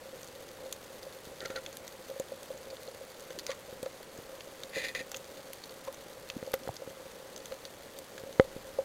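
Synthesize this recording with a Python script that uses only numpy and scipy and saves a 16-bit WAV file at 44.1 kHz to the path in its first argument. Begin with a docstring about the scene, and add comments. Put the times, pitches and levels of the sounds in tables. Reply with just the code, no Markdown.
"""Parrotfish grazing a reef

Big parrotfish rasp and crack the coral with their beaks while shrimp snap all around, with a
few hollow plops. We listen from inside an underwater camera housing that rings near 530 Hz:
the restless water keeps it humming, and every knock makes it ring out over a low rumble."""
import sys
import numpy as np
from scipy import signal
from scipy.io import wavfile

SR = 44100
rng = np.random.default_rng(int(sys.argv[2]) if len(sys.argv) > 2 else 0)


def store_wav(level_fs):
    """Save 16-bit WAV to argv[1]."""
    pcm = np.round(np.clip(np.atleast_2d(level_fs), -1, 1) * 32767)
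    wavfile.write(sys.argv[1], SR, pcm.T.astype(np.int16))


N = 389844

# Beak strokes over coral. Each row: start, attack and length in seconds, force in dB.
BEAK_STROKES = [(1.406, 0.0096, .035, -45), (1.447, .004, 0.016, -38.5), (1.495, 0.0063, 0.038, -47.5),
                (1.553, .007, 0.041, -40), (3.47, 0.023, .068, -45.5), (4.718, 0.051, 0.11, -41),
                (4.828, 0.0053, 0.088, -39.5), (4.947, 0.0031, 0.045, -37.5), (4.986, 0.013, 0.032, -42),
                (5.85, 0.029, 0.036, -45)]
# Each piece of coral has its own voice. Each row: start in seconds, lowest mode in Hz,
# then grit and housing shake in dB against the coral's ring.
CORAL_PIECES = [(1, 1387, -11.5, -1), (3, 1070, -0.5, -7), (4.2, 1832, -4, -5.5), (5.5, 950, -26, 1)]
# The ring of scraped coral. Each row: multiple of the lowest mode, bandwidth in Hz, level in dB.
CORAL_MODES = [(1, 44, 0), (1.085, 58, 0), (1.275, 55, -5), (1.347, 28, -9)]
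# The gritty edge of a stroke. Each row: frequency in Hz, gain in dB.
GRIT_EQ = [(400, -13), (900, -17), (1600, 3.5), (1950, 12.5), (2900, -9), (3500, 7.5), (4500, 3), (5000, 5),
           (5400, -17), (6050, -5), (7000, 3), (7900, -17), (10000, -8.5), (16000, -28)]
# Coral giving way. Each row: start in seconds, relative level in dB, pitch in Hz.
CORAL_CRACKS = [(1.4042, -29, 3850), (1.457, -25, 4300), (1.503, -29, 1500), (1.561, -26.5, 4060),
                (1.6622, -27, 2940), (2.702, -34, 4600), (3.305, -32, 1790), (3.505, -28, 2800),
                (3.5157, -25.5, 2170), (3.86, -32.5, 1400), (4.407, -32.5, 2440), (4.9497, -24, 2030),
                (5.144, -24, 2670), (5.638, -31, 4200), (5.694, -35, 4200), (6.3, -24.5, 2580),
                (6.535, -30, 3480), (6.5399, -22, 1360), (6.766, -30.5, 5400), (7.521, -31.5, 1410),
                (8.179, -28, 1690)]
# Close shrimp. Each row: start in seconds, relative level in dB, pitch in Hz.
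SHRIMP_SNAPS = [(.231, -35, 5800), (0.726, -21.5, 7100), (1.03, -35.5, 5170), (1.77, -29.5, 9000),
                (1.878, -30.5, 7200), (2.198, -26.5, 7340), (2.832, -36, 9000), (3.3885, -25, 4570),
                (3.3943, -27, 4360), (3.466, -23.5, 5240), (3.829, -28.5, 8150), (4.6343, -27.5, 3800),
                (4.884, -30, 4300), (5.1163, -25.5, 6560), (5.1633, -32, 6760), (5.169, -29.5, 7000),
                (5.5324, -29.5, 10800), (6.5178, -34, 10000), (6.5397, -23, 13200), (7.362, -31.5, 5950),
                (7.4568, -30, 7200), (7.652, -29.5, 4260), (7.9881, -31.5, 8900)]
# A click's tone. Each row: multiple of its pitch, gain in dB at full focus.
CLICK_EQ = [(.25, -10), (.75, -4), (1, 9), (1.3, -2), (4, -9.5)]
# The colour the housing wall gives a click. Each row: frequency in Hz, gain in dB.
WALL_EQ = [(400, -15.5), (1200, 0), (1950, 3.5), (2400, -1.5), (3500, 3.5), (3900, 0), (4450, 4),
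           (5300, -5.5), (6200, 2.5), (7000, -1.5), (8100, -5), (10300, -3.5), (12800, -5.5), (14400, 1),
           (16000, -18)]
# Hard knocks that shove the housing. Each row: start in seconds, then ring, thud and clack in dB.
HOUSING_KNOCKS = [(1.274, -46, -38, -61), (1.502, -33.5, -37, -39), (2.199, -21.5, -33.5, -61),
                  (3.305, -34.5, -55, -39), (3.728, -35, -38, -49), (3.83, -26, -34, -56),
                  (4.189, -43, -35.5, -58), (4.766, -25, -36, -42), (5.008, -31.5, -39, -59),
                  (6.365, -43, -40, -58), (6.428, -31.5, -35, -32.5), (6.5388, -21.5, -65, -19.5),
                  (6.676, -32, -35, -28.5), (6.876, -39, -36, -40), (8.237, -42, -37, -38),
                  (8.398, -9, -11, -5.5), (8.565, -42, -30, -63)]
# The housing's ring. Each row: frequency in Hz, level in dB, seconds to fall by 60 dB.
HOUSING_MODES = [(536.2, -1, 0.068), (577, -7.5, 0.022), (421, -37, 0.039), (781, -15, 0.034),
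                 (978, -26, 0.043), (1286, -32, 0.036)]
# A knock's low thud, hard clack and trailing rumble. Each row: frequency in Hz, gain in dB.
THUD_EQ = [(20, -19), (90, -0.5), (280, 0.5), (450, -1.5), (800, -19.5), (2000, -28), (8000, -77)]
CLACK_EQ = [(100, -28.5), (450, 19), (750, 13), (1050, 9.5), (1300, 11), (1650, 7), (2050, 10), (2500, -23),
            (3100, -7), (5000, -17), (8000, -41), (16000, -75)]
WALLOW_EQ = [(20, 0), (60, 2), (150, -9), (400, -30), (2000, -80)]
# Soft bumps on the housing. Each row: start in seconds, level in dB.
SOFT_BUMPS = [(.129, -35), (.639, -36), (.658, -31), (1.066, -31), (1.568, -33), (2.096, -31), (2.111, -30),
              (2.161, -29.5), (2.319, -26), (2.504, -27), (2.727, -30.5), (2.881, -31.5), (3.011, -30.5),
              (3.493, -22.5), (3.69, -34), (3.861, -25), (4.292, -38), (4.777, -29), (5.883, -31),
              (6.474, -27.5), (6.819, -28), (7.522, -28), (8.291, -32.5), (8.447, -35), (8.787, -15),
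              (8.818, -32)]
# Hollow plops in the water. Each row: start in seconds, level in dB, pitch in Hz.
WATER_PLOPS = [(1.429, -35, 422), (1.457, -35, 400), (3.379, -37, 350), (4.772, -31, 423),
               (6.365, -28.5, 263), (6.614, -43.5, 268), (6.6908, -23.5, 686), (6.692, -35.5, 119)]
# The steady wash of the water. Each row: frequency in Hz, gain in dB.
WASH_EQ = [(20, -16), (50, -4.5), (130, -1.5), (330, 0), (480, 3.5), (640, -1), (1000, -3.5), (1900, -6.5),
           (2700, -10.5), (4400, -12), (5300, -14), (6500, -14.5), (8200, -15), (12800, -21), (14400, -25),
           (16000, -26)]
# Camera electronics. Each row: frequency in Hz, level in dB.
WHINE_TONES = [(7852, -93), (15734, -86)]

SNAP_FOCUS, SNAP_DECAY_S = 0.75, 0.0014  # focus: how far a click's own pitch stands out


def beak_scrapes(slips_per_s=2600, size=4096):
    """A beak slips over coral in a run of tiny fractures that ring it and shake the housing."""
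    out, t = np.zeros(N), np.arange(size) / SR
    grit, housing = impulse(GRIT_EQ), housing_ring()
    for start, attack_s, length_s, force_db in BEAK_STROKES:
        hz, grit_db, shake_db = [voice for since, *voice in CORAL_PIECES if since <= start][-1]
        force = beak_force(attack_s, length_s)
        slips = force * grains(SR, slips_per_s, spread_db=2, top_db=12)[:len(force)]
        coral = sum(amp(db) * np.exp(-np.pi * width * t) * np.cos(2 * np.pi * hz * multiple * t)
                    for multiple, width, db in CORAL_MODES)
        low_cut = impulse([(0.81 * hz, -12), (1.03 * hz, 0)])  # little radiates below the lowest mode
        coral = through(coral, low_cut)
        for db, response in [(grit_db, grit), (0, coral), (shake_db, housing)]:
            layer = unit_energy(signal.fftconvolve(slips, response))
            add(out, start, amp(force_db + db) * np.linalg.norm(force) * layer)
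    return out


def beak_force(attack_s, length_s, release_s=0.0029, sag_db=-9.5, judder_db=2.5, judder_per_s=147):
    """The beak presses in, catches unevenly and weakens as it slides, then lets go."""
    t = np.arange(round(length_s * SR)) / SR
    catches = rng.standard_normal(256)
    judder = np.interp(t * judder_per_s, np.arange(len(catches)), catches)
    slide = np.maximum(t - attack_s, 0) / length_s
    envelope = np.minimum(t / attack_s, 1) * np.minimum((length_s - t) / release_s, 1)
    return envelope * amp(sag_db * slide + judder_db * judder)


def coral_cracks(gain_db=12):
    """Coral gives way in a beak with a woody crack, duller and longer than a shrimp's snap."""
    out = np.zeros(N)
    for start, db, hz in CORAL_CRACKS:
        add(out, start, amp(db + gain_db) * click(hz, focus=0.73, sparkle_db=-10, decay_s=0.0022))
    return out


def close_shrimp(gain_db=12):
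    """Shrimp in the foreground snap short and bright."""
    out = np.zeros(N)
    for start, db, hz in SHRIMP_SNAPS:
        add(out, start, amp(db + gain_db) * click(hz, SNAP_FOCUS, sparkle_db=-2, decay_s=SNAP_DECAY_S))
    return out


def click(hz, focus, sparkle_db, decay_s):
    """One sharp, pitched break heard through the housing wall; sparkle is a shelf above 8 kHz."""
    body = impulse([(hz * multiple, focus * db) for multiple, db in CLICK_EQ])
    shelf = impulse([(7100, 0), (8300, sparkle_db)])
    colour = through(through(body, impulse(WALL_EQ)), shelf)
    return through(scatter(decay_s), unit_energy(colour))


def scatter(decay_s=0.0014, attack_s=0.00024, tail_db=-24, tail_s=0.015, size=1024):
    """Many short paths smear a click, with a faint tail off the reef."""
    t = np.arange(size) / SR
    burst = (1 - np.exp(-t / attack_s)) * np.exp(-t / decay_s)
    tail = amp(tail_db) * np.exp(-t / tail_s)
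    return unit_energy((burst + tail) * rng.choice([-1, 1], size) * rng.uniform(0, 1, size))


def knocks(swell_s=0.0023, thud_lead_s=0.00071, size=4096):
    """A blow thuds, clacks and rings the housing; the weaker the clack, the softer the ring's attack."""
    out, t = np.zeros(N), np.arange(size) / SR
    ring, thud, clack = housing_ring(), impulse(THUD_EQ), impulse(CLACK_EQ)
    for start, ring_db, thud_db, clack_db in HOUSING_KNOCKS:
        softness = 1 / (1 + amp(clack_db - ring_db + 8.5) ** 2)
        swell = 1 - np.exp(-t / (swell_s * softness))
        add(out, start - thud_lead_s, amp(thud_db) * thud)
        add(out, start, amp(ring_db) * swell * ring + amp(clack_db) * clack)
    return out


def bumps(swell_s=0.0021, faint_per_s=4, faint_db=-42, size=4096):
    """Soft bumps swell into the housing's ring, with fainter ones dotted about at random."""
    t = np.arange(size) / SR
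    ring = (1 - np.exp(-t / swell_s)) * housing_ring()
    out = amp(faint_db) * through(grains(N, faint_per_s, spread_db=1.5, top_db=10), ring)
    for start, db in SOFT_BUMPS:
        add(out, start, amp(db) * ring)
    return out


def housing_ring(size=4096):
    """One tap on the housing: a handful of fast-dying modes."""
    t = np.arange(size) / SR
    return sum(amp(db - 60 * t / t60) * np.sin(2 * np.pi * hz * t) for hz, db, t60 in HOUSING_MODES)


def plops(cycles_to_peak=0.53, size=4096):
    """Hollow plops swell and die within a few cycles, so the low ones last longer."""
    out, t = np.zeros(N), np.arange(size) / SR
    for start, db, hz in WATER_PLOPS:
        age = t * hz / cycles_to_peak
        add(out, start, amp(db) * age * np.exp(1 - age) * np.sin(2 * np.pi * hz * t))
    return out


def wallow(below_thud_db=45, fade_db_per_s=30):
    """The water wallows after each shove: a low rumble that dies away."""
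    envelope, t = np.zeros(N), np.arange(SR) / SR
    for start, _, thud_db, _ in HOUSING_KNOCKS:
        add(envelope, start, amp(thud_db - below_thud_db - fade_db_per_s * t))
    return envelope * noise(WALLOW_EQ)


def midground_shrimp(top_db=-24, range_db=6, low_hz=3600, high_hz=10000, count=28):
    """Shrimp a little further off tick at random times and pitches."""
    out = np.zeros(N)
    for when, distance, pitch in rng.random((count, 3)):
        hz = low_hz * (high_hz / low_hz) ** pitch
        tick = click(hz, SNAP_FOCUS, sparkle_db=-5, decay_s=SNAP_DECAY_S)
        add(out, when * N / SR, amp(top_db - range_db * distance) * tick)
    return out


def reef_crackle(level_db=-58, per_s=380, peak_db=9, spots=32):
    """Far shrimp and nibbling fish crackle from many spots, each with its own paths and pitch."""
    out = np.zeros(N)
    for hz in np.geomspace(1700, 12500, spots):
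        spot = through(scatter(), impulse([(0.97 * hz, 0), (hz, peak_db), (1.3 * hz, 0)]))
        out += through(grains(N, per_s / spots, spread_db=2, top_db=15), unit_rms(spot))
    return amp(level_db) * unit_rms(through(out, impulse(WALL_EQ)))


def water_bed(wash_db=-52.5, hum_db=-52.5):
    """A soft wash, and countless small nudges that keep the housing humming."""
    wash = noise(WASH_EQ)
    nudges = grains(N, per_s=130, spread_db=-0.5, top_db=6)
    hum = unit_rms(through(nudges, housing_ring()))
    return amp(wash_db) * wash + amp(hum_db) * hum


def camera_whine():
    """The electronics hold faint, steady high tones."""
    t = np.arange(N) / SR
    return sum(amp(db) * unit_rms(np.sin(2 * np.pi * hz * t)) for hz, db in WHINE_TONES)


def grains(samples, per_s, spread_db, top_db):
    """Randomly timed clicks of either sign and uneven level, capped at top_db."""
    level_db = np.minimum(spread_db * rng.exponential(1, samples), top_db)
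    fires = rng.random(samples) < per_s / SR
    return fires * rng.choice([-1, 1], samples) * amp(level_db)


def noise(eq):
    """Steady noise shaped by an EQ curve, at rms 1."""
    return unit_rms(through(rng.standard_normal(N), impulse(eq)))


def impulse(eq, size=4096):
    """The tightest causal pulse with this EQ curve (minimum phase), at peak 1."""
    hz, db = np.transpose(eq)
    bin_hz = abs(np.fft.fftfreq(size, 1 / SR))
    log_gain = np.log(amp(np.interp(np.log(bin_hz + 1), np.log(hz + 1), db)))
    spectrum = np.exp(np.conj(signal.hilbert(log_gain)))
    pulse = np.fft.ifft(spectrum).real
    return pulse / abs(pulse).max()


def through(x, response):
    """Plays x through an impulse response."""
    return signal.fftconvolve(x, response)[:len(x)]


def add(mix, start_s, sound):
    """Drops a sound into the mix."""
    part = mix[round(start_s * SR):][:len(sound)]
    part += sound[:len(part)]


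def amp(db):
    """Decibels to gain."""
    return 10 ** (np.asarray(db) / 20)


def unit_rms(x):
    """Scales to rms 1."""
    return x / np.sqrt(np.mean(x ** 2) + 1e-20)


def unit_energy(x):
    """Scales to a total energy of 1."""
    return x / np.linalg.norm(x)


def scene():
    """The mono mix at the microphone, built from the bed up."""
    bed = water_bed() + reef_crackle() + midground_shrimp()
    feeding_and_snaps = beak_scrapes() + close_shrimp() + coral_cracks()
    jostling = bumps() + knocks() + wallow()
    return (bed + feeding_and_snaps + jostling + plops() + camera_whine())[None]


def record(dry, ceiling=0.72, cutoff_hz=16150):
    """The hardest knock just overloads the microphone; the camera then cuts the top end."""
    soft_clipped = dry / (1 + (dry / ceiling) ** 6) ** (1 / 6)
    lowpass = signal.firwin(301, cutoff_hz, window=("kaiser", 8), fs=SR)
    return signal.oaconvolve(soft_clipped, lowpass[None], "same")


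dry = scene()
out = record(dry)
store_wav(out)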